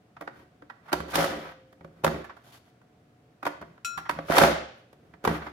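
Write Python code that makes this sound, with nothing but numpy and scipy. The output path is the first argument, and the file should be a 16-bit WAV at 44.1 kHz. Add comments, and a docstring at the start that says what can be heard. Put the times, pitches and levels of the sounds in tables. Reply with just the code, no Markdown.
"""A plastic lid-press dicer crunches through two pieces of cucumber on a wooden kitchen counter.
Force-driven grains of noise form each crunch; decaying noise bursts form the clacks of cucumber, lid and hinge.
Rubbing and shuddering are softer trains of grains. The hollow tub resonates under every contact.
Decaying sines form one steel ping and a softly singing bowl; nearby surfaces reflect the dicer.
The kitchen adds a diffuse tail, over steady ventilation noise and appliance hum."""
import sys
import numpy as np
from scipy import signal
from scipy.fft import rfft, irfft
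from scipy.io import wavfile

SR = 44100
rng = np.random.default_rng(int(sys.argv[2]) if len(sys.argv) > 2 else 0)


def transcribe(signal):
    """Save signal, clipped to [-1, 1], as a 16-bit WAV file at the path in sys.argv[1]."""
    frames = np.atleast_2d(signal).T
    limited = np.clip(frames, -1, 1)
    pcm = np.round(limited * 32767).astype(np.int16)
    wavfile.write(sys.argv[1], SR, pcm)


N = 243431

# Ventilation noise: (frequency [Hz], relative density [dB per Hz]); its overall rms level [dB]
AIR_SPECTRUM = [(15, -73), (25, -36.5), (59, -17.5), (127, -6), (206, -10.5), (301, -10), (394, -18),
                (439, -10), (489, -18), (734, -16), (840, -25), (1400, -25), (2990, -33.5), (16000, -50.5)]
AIR_DB = -61
# Appliance hum: (frequency [Hz], rms level [dB])
HUM_TONES = [(119.5, -70.5), (222, -84.5), (442, -84), (725, -75.5)]
# Kitchen decay: (frequency [Hz], T60 [s])
KITCHEN_DECAY = [(100, 0.5), (400, 0.49), (1200, 0.51), (3000, 0.65), (6000, 0.54), (12000, 0.24)]
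# Correlation of the two channels: (frequency [Hz], correlation [0-1])
CHANNEL_LIKENESS = [(150, .995), (330, .9), (600, .58), (1100, .1), (3000, .03), (12000, .03)]
# Early reflections from counter and worktop things: (delay [s], left gain [ratio], right gain [ratio])
EARLY_REFLECTIONS = [(.0009, 0.38, -0.022), (.0016, -0.13, 0.19), (.0034, .22, -0.097), (.0052, .1, .22),
                     (0.0115, 0.21, .15)]
# A bowl on the counter singing after each chop: (time [s], level [dB])
BOWL_TONES = [(1.2, -40.5), (4.42, -50.5)]
BOWL_HZ, BOWL_T60 = 524, 1.58  # Hz, s
# Modes of the ringing steel: (frequency [Hz], relative level [dB], T60 [s], left-right difference [dB])
STEEL_MODES = [(1387, -2, .72, 11), (2494, -11, .14, 2), (2556, -1, .22, 3), (2657, -9, .12, 2),
               (4024, -13, .38, -2), (5612, -6, .38, -2), (6198, -15, .2, 0), (7048, -11, .3, 3),
               (7262, -12, .2, 3), (7379, -9, .24, 3), (7773, -14, .16, 0), (8778, -17, .22, 0),
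               (9130, -20, .22, 0), (10030, -24, .2, 0), (11798, -18, .2, 0)]
PING_AT, PING_DB = 3.847, -30  # s, dB
# Modes of the hollow tub and lid: (frequency [Hz], relative gain [dB], T60 [s])
TUB_MODES = [(68.5, 0, 0.36), (163.2, 2.5, 0.28), (223.2, -4, 0.34), (293.9, 5, 0.17), (364.4, 0.5, 0.25),
             (547, -2, 0.16), (640, -6.5, 0.55), (682, -1.5, 0.21), (702, -12, 0.033), (767, -13, 0.62),
             (855, -32, 0.3), (954, -16.5, 0.043), (1210, -23.5, 0.39), (1539, -10.5, 0.017),
             (1910, -14, 0.15)]

# Spectra of the contact voices, low to high: (frequency [Hz], relative density [dB per Hz])
BOOM_VOICE = [(20, -39.5), (35, -26.5), (52, -3.5), (78, 1.5), (100, -3), (160, 3), (230, -1.5),
              (400, -29.5), (1200, -61.5)]
THUD_VOICE = [(25, -59), (100, -45), (170, -15.5), (240, -6), (310, -1.5), (480, 0.5), (700, -9.5),
              (1200, -38), (3000, -70)]
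CLACK_VOICE = [(150, -48.5), (400, -11), (600, 0.5), (1000, 0), (1450, 0), (2000, -4.5), (3000, -13.5),
               (5000, -22), (9000, -44.5)]
SNAP_VOICE = [(700, -42), (1800, -1.5), (3000, 7), (4500, 2), (6400, -1), (8200, -7), (10200, -2.5),
              (13000, -2.5), (16000, -13.5)]
# Spectrum of tearing flesh: (frequency [Hz], relative density [dB per Hz])
CRUNCH_VOICE = [(150, -21.5), (420, -9.5), (570, 1.5), (760, -2), (1050, -9.5), (1280, -5), (2000, -12),
                (3200, -27.5), (5000, -31.5), (9000, -49.5)]

# In the contact tables, weight raises the thud, sharpness the snap and push the boom of the counter.
# All levels are relative; each voice has a further trim.
# Fingers and wet plastic rubbing:
# (time [s], length [s], strength [dB], weight [dB], sharpness [dB]); weight raises the boom too
RUB_STROKES = [(0.34, 0.1, -56, 0.5, -12), (0.856, 0.037, -51, -18, -19), (1.415, 0.11, -41, -15, -19.5),
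               (1.791, 0.14, -71, 12.5, -10), (1.955, .07, -61.5, 8, -13), (2.438, 0.066, -58, -3, -4.5),
               (2.522, 0.055, -53, -16, -1.5), (2.656, 0.047, -64, -13, -4.5),
               (3.63, 0.13, -69.5, 13, -10.5), (4.257, .05, -53.5, -3.5, -2.5), (4.75, 0.069, -63, -6, -10),
               (4.998, .16, -67.5, 9, -11), (5.37, 0.13, -42.5, -6, -21)]
RUB_ARCH_DB = 5  # a stroke is this much softer at its ends, before its edges fade
# The dicer shuddering after a heavy blow:
# (time [s], length [s], strength [dB], weight [dB], push [dB])
SHUDDER_EVENTS = [(0.95, 0.14, -46, 14, 5.5), (1.31, 0.16, -38, 6, -4), (2.076, 0.14, -38.5, 11, 3),
                  (4.127, 0.16, -49, 4.5, 5), (5.285, 0.091, -31.5, 3.5, 0.5)]
SHUDDER_DB_PER_S = 66.5
# Hinge juddering as the lid swings:
# (time [s], strength [dB], weight [dB], sharpness [dB], push [dB])
HINGE_JUDDERS = [(0.879, -48.5, -22, -14, -28), (0.89, -47.5, -23.5, -15, -35), (2.24, -45.5, -19, -9, -25),
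                 (2.292, -43.5, -24, -32, -27), (2.364, -53, -9, -11, -20),
                 (3.973, -33.5, -21.5, -8.5, -14.5), (4.052, -42.5, -30, -25, -35),
                 (5.415, -41.5, -21, -29, -18), (5.463, -38, -10.5, -22, -14)]
# Plastic knocks of lid and tub:
# (time [s], strength [dB], weight [dB], sharpness [dB], push [dB])
PLASTIC_KNOCKS = [(0.918, -37.5, -7, -18, -32), (0.928, -24.5, -5, -3, -18.5),
                  (0.935, -31.5, -10, -20, -18), (1.002, -37.5, -3, -10, -2), (1.142, -34, -13, -4, -17),
                  (1.154, -26.5, -11, 2, -19), (1.171, -36, -3, -2, -10), (1.19, -39, 5.5, -10, 2.5),
                  (1.242, -35, -8, -2, -7), (1.726, -60, -3.5, -5, -7), (1.808, -55, -1.5, -26.5, 0.5),
                  (1.845, -50.5, 2, -16, -0.5), (2.037, -36, 1, -10.5, -4), (2.044, -22, -3, -5.5, -11),
                  (2.064, -28, -1, -11, -22), (2.076, -29, -9, -15.5, -8.5), (2.144, -43.5, -1, -25, 5),
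                  (2.814, -64, -5, -14, -25), (3.777, -57.5, -9.5, -24, -14.5),
                  (4.093, -24.5, -17, -12.5, -25.5), (4.109, -39, -16, -5.5, -34),
                  (4.187, -36.5, -2.5, -25, -6), (4.298, -33, 7.5, -16, -1.5), (4.32, -32, -17, -3, -23.5),
                  (4.366, -23, -16, -12, -27), (4.381, -16.5, -16, -2, -18), (4.416, -20.5, -2.5, -15, -7),
                  (4.434, -18.5, -3.5, -15, -9), (4.928, -59.5, -1, -2.5, -16), (5.137, -53, -15, -28, -6),
                  (5.24, -42, 5, -5, -10.5), (5.249, -25, -8.5, -9.5, -24), (5.274, -25, 0.5, -13, -6.5),
                  (5.305, -44, 2, -13, 10.5)]
# Cucumber bumping onto the blade grid:
# (time [s], strength [dB], weight [dB], sharpness [dB], push [dB])
CUCUMBER_BUMPS = [(0.166, -48, -17, -28, -16), (0.209, -43, -2.5, -9.5, -22), (0.22, -46, 1, -18, -16),
                  (0.275, -37.5, -7, -27, -32), (0.621, -52.5, 0.5, -24, -12),
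                  (0.698, -43, -20.5, -22, -22), (3.428, -38, -9, -16, -38), (3.452, -34, -9, -9, -20),
                  (3.464, -26.5, -11, -14.5, -22), (3.473, -37, -3, -9.5, -26),
                  (3.613, -46.5, -5, -11.5, -3), (3.623, -45, -2.5, -26, -6)]
CHATTER_DOUBLES_DB = 45  # chatter lasts twice as long for this much less weight
# Below this pitch, each dB of negative weight also takes this many dB from the clack
LIGHT_HZ, LIGHT_DB_PER_DB = 700, 0.44
# Presses through a piece:
# (teeth meet skin [s], skin bursts [s], piece is through [s], force [dB], build-up [dB],
#  crispness [dB], push [dB])
PRESSES = [(1.083, 1.173, 1.2134, -23.5, 23.5, -7.5, -3), (4.287, 4.383, 4.4304, -15, 18.5, -11, -8)]
SNAP_DULLS_DB_PER_S, BOOM_SWELLS_DB_PER_S = 48, 92  # from the burst onward
EASE_DB_PER_S, EASE_S = 184, 0.11  # the force eases once the piece is through


def amp(db):
    """Level definition: amplitude gain is ten to the power of decibels over twenty."""
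    return 10 ** (np.asarray(db) / 20)


def unit(x):
    """Mean-square normalisation: scales to rms 1."""
    return x / np.sqrt(np.mean(x ** 2) + 1e-20)


def read(points, hz):
    """Logarithmic frequency scale: interpolates a table between its points."""
    f, value = np.transpose(points)
    return np.interp(np.log(hz + 1), np.log(f), value)


def add(mix, s, sound):
    """Superposition: adds a stereo sound to the mix at time s."""
    part = mix[:, max(round(s * SR), 0):][:, :sound.shape[1]]
    part += sound[:, :part.shape[1]]


def convolve(x, response):
    """Linear filtering: convolves both channels, keeping the length."""
    return signal.fftconvolve(x, np.atleast_2d(response), axes=1)[:, :x.shape[1]]


def colour(points, peak_hz=1000, peak_db=0, peak_octaves=0.96, size=2048):
    """Minimum phase: a causal response from a spectrum, with an optional broad resonance."""
    hz = abs(np.fft.fftfreq(size, 1 / SR))
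    peak = peak_db * np.exp(-(np.log2((hz + 1) / peak_hz) / peak_octaves) ** 2)
    log_gain = np.log(amp(read(points, hz) + peak))
    return np.fft.ifft(np.exp(np.conj(signal.hilbert(log_gain)))).real[:size // 2]


def pair(x):
    """Spatial coherence: unrelated channels become alike in the bass, as at two spaced microphones."""
    same = np.clip(read(CHANNEL_LIKENESS, np.fft.rfftfreq(x.shape[1], 1 / SR)), -1, 1)
    mid, side = rfft(x) * np.sqrt([(1 + same) / 2, (1 - same) / 2])
    return irfft(np.array([mid + side, mid - side]), x.shape[1])


def background():
    """Stationary sources: filtered ventilation noise and steady sinusoidal appliance hum."""
    t = np.arange(N) / SR
    air = unit(convolve(pair(rng.standard_normal((2, N))), colour(AIR_SPECTRUM, size=8192)))
    hum = 0
    for hz, db in HUM_TONES:
        hum = hum + amp(db) * np.sqrt(2) * np.sin(2 * np.pi * (hz * t + rng.random()))
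    return amp(AIR_DB) * air + hum


def kitchen(x, wet_db, treble_db, build):
    """Diffuse reverberation: a noise tail builds quickly and decays at a frequency-dependent rate."""
    hz, t, z = signal.stft(pair(rng.standard_normal((2, SR))), SR, nperseg=256)
    t60 = read(KITCHEN_DECAY, hz)[:, None]
    treble = amp(read([(2500, 0), (12000, treble_db)], hz))[:, None]
    z = z * np.exp(-np.log(1000) * t / t60) * treble
    tail = signal.istft(z, SR, nperseg=256)[1][:, :SR]
    tail = tail * (1 - np.exp(-(np.arange(SR) / SR / build) ** 2))
    energy_scale = np.sqrt(2 * np.log(1000) / (t60.mean() * SR))
    return amp(wet_db) * convolve(x, tail * energy_scale)


def reflect(x):
    """Comb filtering: nearby surfaces add a few quick copies that interfere with the direct sound."""
    out = x.copy()
    for delay, left, right in EARLY_REFLECTIONS:
        add(out, delay, np.array([[left], [right]]) * x)
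    return out


def bowl():
    """Lightly damped resonance: one slowly dying tone, shaken up through the counter."""
    t, out = np.arange(2 * SR) / SR, np.zeros((2, N))
    envelope = (1 - np.exp(-t / .02)) * np.exp(-np.log(1000) * t / BOWL_T60)
    tone = envelope * np.sin(2 * np.pi * BOWL_HZ * t)
    for s, db in BOWL_TONES:
        add(out, s, amp(db) * np.array([tone, tone]))
    return out


def ping(tick_db=-5, tick_s=0.017, twin_db=-8, split_hz=25, rise=0.00054):
    """Inharmonic modes: steel rings with a bright tick; all modes but the first are beating pairs."""
    t = np.arange(SR) / SR
    tick = unit(convolve(rng.standard_normal((2, SR)), colour(SNAP_VOICE)))
    ring = amp(tick_db) * tick * np.exp(-t / tick_s)
    for k, (hz, db, t60, pan_db) in enumerate(STEEL_MODES):
        main_phase, twin_phase = 2 * np.pi * rng.random((2, 2, 1))
        wave = np.sin(2 * np.pi * hz * t + main_phase / 4)
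        if k > 0:
            twin_hz = hz + split_hz * rng.normal()
            wave += amp(twin_db) * np.sin(2 * np.pi * twin_hz * t + twin_phase)
        pan = amp([[pan_db / 2], [-pan_db / 2]])
        ring += amp(db) * pan * wave * np.exp(-np.log(1000) * t / t60)
    out = np.zeros((2, N))
    add(out, PING_AT, amp(PING_DB) * ring * (1 - np.exp(-t / rise)))
    return out


def tub(x, ring_db=5):
    """Modal resonance: every contact excites the damped tub; ring_db is the gain of a 0 dB mode."""
    t = np.arange(SR) / SR
    response = np.zeros((2, SR))
    for k, (hz, db, t60) in enumerate(TUB_MODES):
        damping = np.log(1000) / t60
        # higher modes reach the two microphones out of step
        lag = (-1) ** k * np.arccos(read(CHANNEL_LIKENESS, hz)) * np.array([[.5], [-.5]])
        mode = np.exp(-damping * t) * np.cos(2 * np.pi * hz * t + lag)
        response += amp(db + ring_db) * 2 * damping / SR * mode
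    return convolve(x, response)


def gate(start, end, attack, release):
    """Exponential onset and decay: full between start and end."""
    t = np.arange(N) / SR
    return np.exp(np.clip(np.minimum((t - start) / attack, (end - t) / release), -20, 0))


def grains(response, per_s, spread_db):
    """Shot noise: a random train of tiny snaps of uneven size, rms 1."""
    size = amp(spread_db * np.minimum(rng.exponential(1, N), 3.5))
    clicks = (rng.random(N) < per_s / SR) * size
    # each click's power dies with a 2.1 ms time constant
    power = signal.lfilter([1], [1, -np.exp(-1 / (0.0021 * SR))], clicks ** 2)
    noise = pair(rng.standard_normal((2, N)))
    return unit(convolve(noise * np.sqrt(power + 1e-12), response))


def grainy(levels, voices, trims_db, per_s, spread_db):
    """Superposed voices: independent grains in each voice follow that voice's level."""
    total = 0
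    for level, voice, db in zip(levels, voices, trims_db):
        total = total + amp(db) * level * grains(colour(voice), per_s, spread_db)
    return total


def rubs(attack=0.024, release=.01):
    """Sliding friction: each stroke swells and fades in one arch of grains."""
    t, levels = np.arange(N) / SR, np.zeros((4, N))
    for s, length, db, weight, sharp in RUB_STROKES:
        arch = np.sin(np.pi * np.clip((t - s) / length, 0, 1))
        stroke = amp(db + RUB_ARCH_DB * (arch - 1)) * gate(s, s + length, attack, release)
        levels += amp([[weight], [weight], [0], [sharp]]) * stroke
    return grainy(levels, [BOOM_VOICE, THUD_VOICE, CLACK_VOICE, SNAP_VOICE],
                  trims_db=[-8.5, -9, -5, -2.0], per_s=1000, spread_db=1.8)


def shudders(attack=.015, release=.012):
    """Repeated small impacts: tub, lid and loose cubes rattle and settle."""
    t, levels = np.arange(N) / SR, np.zeros((4, N))
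    for s, length, db, weight, boom in SHUDDER_EVENTS:
        settling_db = db - SHUDDER_DB_PER_S * np.maximum(t - s, 0)
        fade = amp(settling_db) * gate(s, s + length, attack, release)
        levels += amp([[boom], [weight], [0], [0]]) * fade
    return grainy(levels, [BOOM_VOICE, THUD_VOICE, CLACK_VOICE, SNAP_VOICE],
                  trims_db=[-8.5, -9.5, -3.5, -17], per_s=1000, spread_db=-0.5)


def chatter(response, length, rise, size=6144):
    """Contact bounce: a swelling, then dying noise burst in one voice, rms 1; length is its T60."""
    t = np.arange(size) / SR
    fade = (1 - np.exp(-t / rise)) ** 2 * np.exp(-np.log(1000) * t / abs(length))
    return unit(convolve(pair(rng.standard_normal((2, size))) * fade, response))


def knocks(rows, clack_hz, chatter_s, boom_db, thud_db, clack_db, snap_db, spot_db=7,
           thud_stretch=1.07, snap_stretch=0.99, rise=.001, snap_rise=0.0009,
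           pan_db=-1.72, graze_db=-18, graze_s=.0035):
    """Impact: a push on the counter plus chatter; weight adds thud and shortens the chatter."""
    out, push = np.zeros((2, N)), colour(BOOM_VOICE, size=8192)
    push = np.array([push, push]) / abs(push).max()
    low, high = colour(THUD_VOICE), colour(SNAP_VOICE)
    for s, db, weight, sharp, boom in rows:
        length = chatter_s * 2 ** (-weight / CHATTER_DOUBLES_DB)
        light_db = LIGHT_DB_PER_DB * min(weight, 0)
        clack = [(hz, level + (hz < LIGHT_HZ) * light_db) for hz, level in CLACK_VOICE]
        spot = colour(clack, peak_hz=clack_hz, peak_db=spot_db)
        pan = amp([[pan_db], [-pan_db]])
        bright = amp(db + clack_db) * pan * chatter(spot, length, rise)
        bright += amp(db + sharp + snap_db) * chatter(high, length * snap_stretch, snap_rise)
        add(out, s - graze_s, amp(graze_db) * bright)  # the surfaces graze just before they meet fully
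        add(out, s, bright)
        add(out, s, amp(db + weight + thud_db) * chatter(low, length * thud_stretch, rise))
        add(out, s, amp(db + boom + boom_db) * push)
    return out


def crunches(attack=0.0031, release=.01, tear_s=0.009):
    """Brittle fracture: skin crackles under load, flesh tears, snap yields to boom and force eases."""
    t, levels = np.arange(N) / SR, np.zeros((5, N))
    for meet, burst, through, db, build_db, crisp, boom in PRESSES:
        load_db = np.interp(t, [meet, burst], [-build_db, 0])
        load_db -= EASE_DB_PER_S * np.maximum(t - through, 0)
        force = amp(db + load_db) * gate(meet, through + EASE_S, attack, release)
        torn = gate(burst, np.inf, tear_s, release)
        depth = np.clip(t, burst, through + EASE_S) - burst  # time since the burst stands for depth
        swell_db = BOOM_SWELLS_DB_PER_S * depth
        snap = amp(crisp - SNAP_DULLS_DB_PER_S * depth)
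        levels += force * np.array([amp(boom + swell_db), amp(swell_db / 2), torn, 1 - torn, snap])
    return grainy(levels, [BOOM_VOICE, THUD_VOICE, CRUNCH_VOICE, CLACK_VOICE, SNAP_VOICE],
                  trims_db=[-22.5, -15.5, -3.5, -4.5, -2.5], per_s=660, spread_db=3.0)


def scene():
    """Source, resonator and room: contacts excite the tub, a little to the right, then the kitchen."""
    cuts = crunches()
    cucumber = knocks(CUCUMBER_BUMPS, clack_hz=990, chatter_s=.03, boom_db=5, thud_db=-10.0,
                      clack_db=-9.5, snap_db=-13)
    plastic = knocks(PLASTIC_KNOCKS, clack_hz=890, chatter_s=0.026, boom_db=6, thud_db=-10.0,
                     clack_db=-10.0, snap_db=-13.5)
    hinge = knocks(HINGE_JUDDERS, clack_hz=1000, chatter_s=.05, boom_db=6, thud_db=-10.5,
                   clack_db=-9.5, snap_db=-13.5, spot_db=6.5, rise=0.0039, snap_rise=.003)
    contact = cucumber + plastic + hinge + cuts + shudders() + rubs()
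    # long waves bend round small surfaces, so only the rest is reflected
    bass = signal.sosfiltfilt(signal.butter(2, 500, fs=SR, output="sos"), contact)
    dicer = (bass + reflect(contact - bass) + tub(contact)) * amp([[-.3], [.3]])
    steel = ping()
    room_input = dicer + amp(2.5) * cuts + amp(-3) * steel
    room = kitchen(room_input, wet_db=-11, treble_db=3, build=0.0072)
    return dicer + steel + bowl() + room + background()


def record(dry):
    """Saturation and band limiting: rounds off the loudest peaks, then low-passes at 16.1 kHz."""
    rounded = dry / (1 + (dry / .92) ** 6) ** (1 / 6)
    lowpass = signal.firwin(301, 16100, window=("kaiser", 9), fs=SR)
    return signal.oaconvolve(rounded, lowpass[None], "same", axes=1)


dry = scene()
out = record(dry)
transcribe(out)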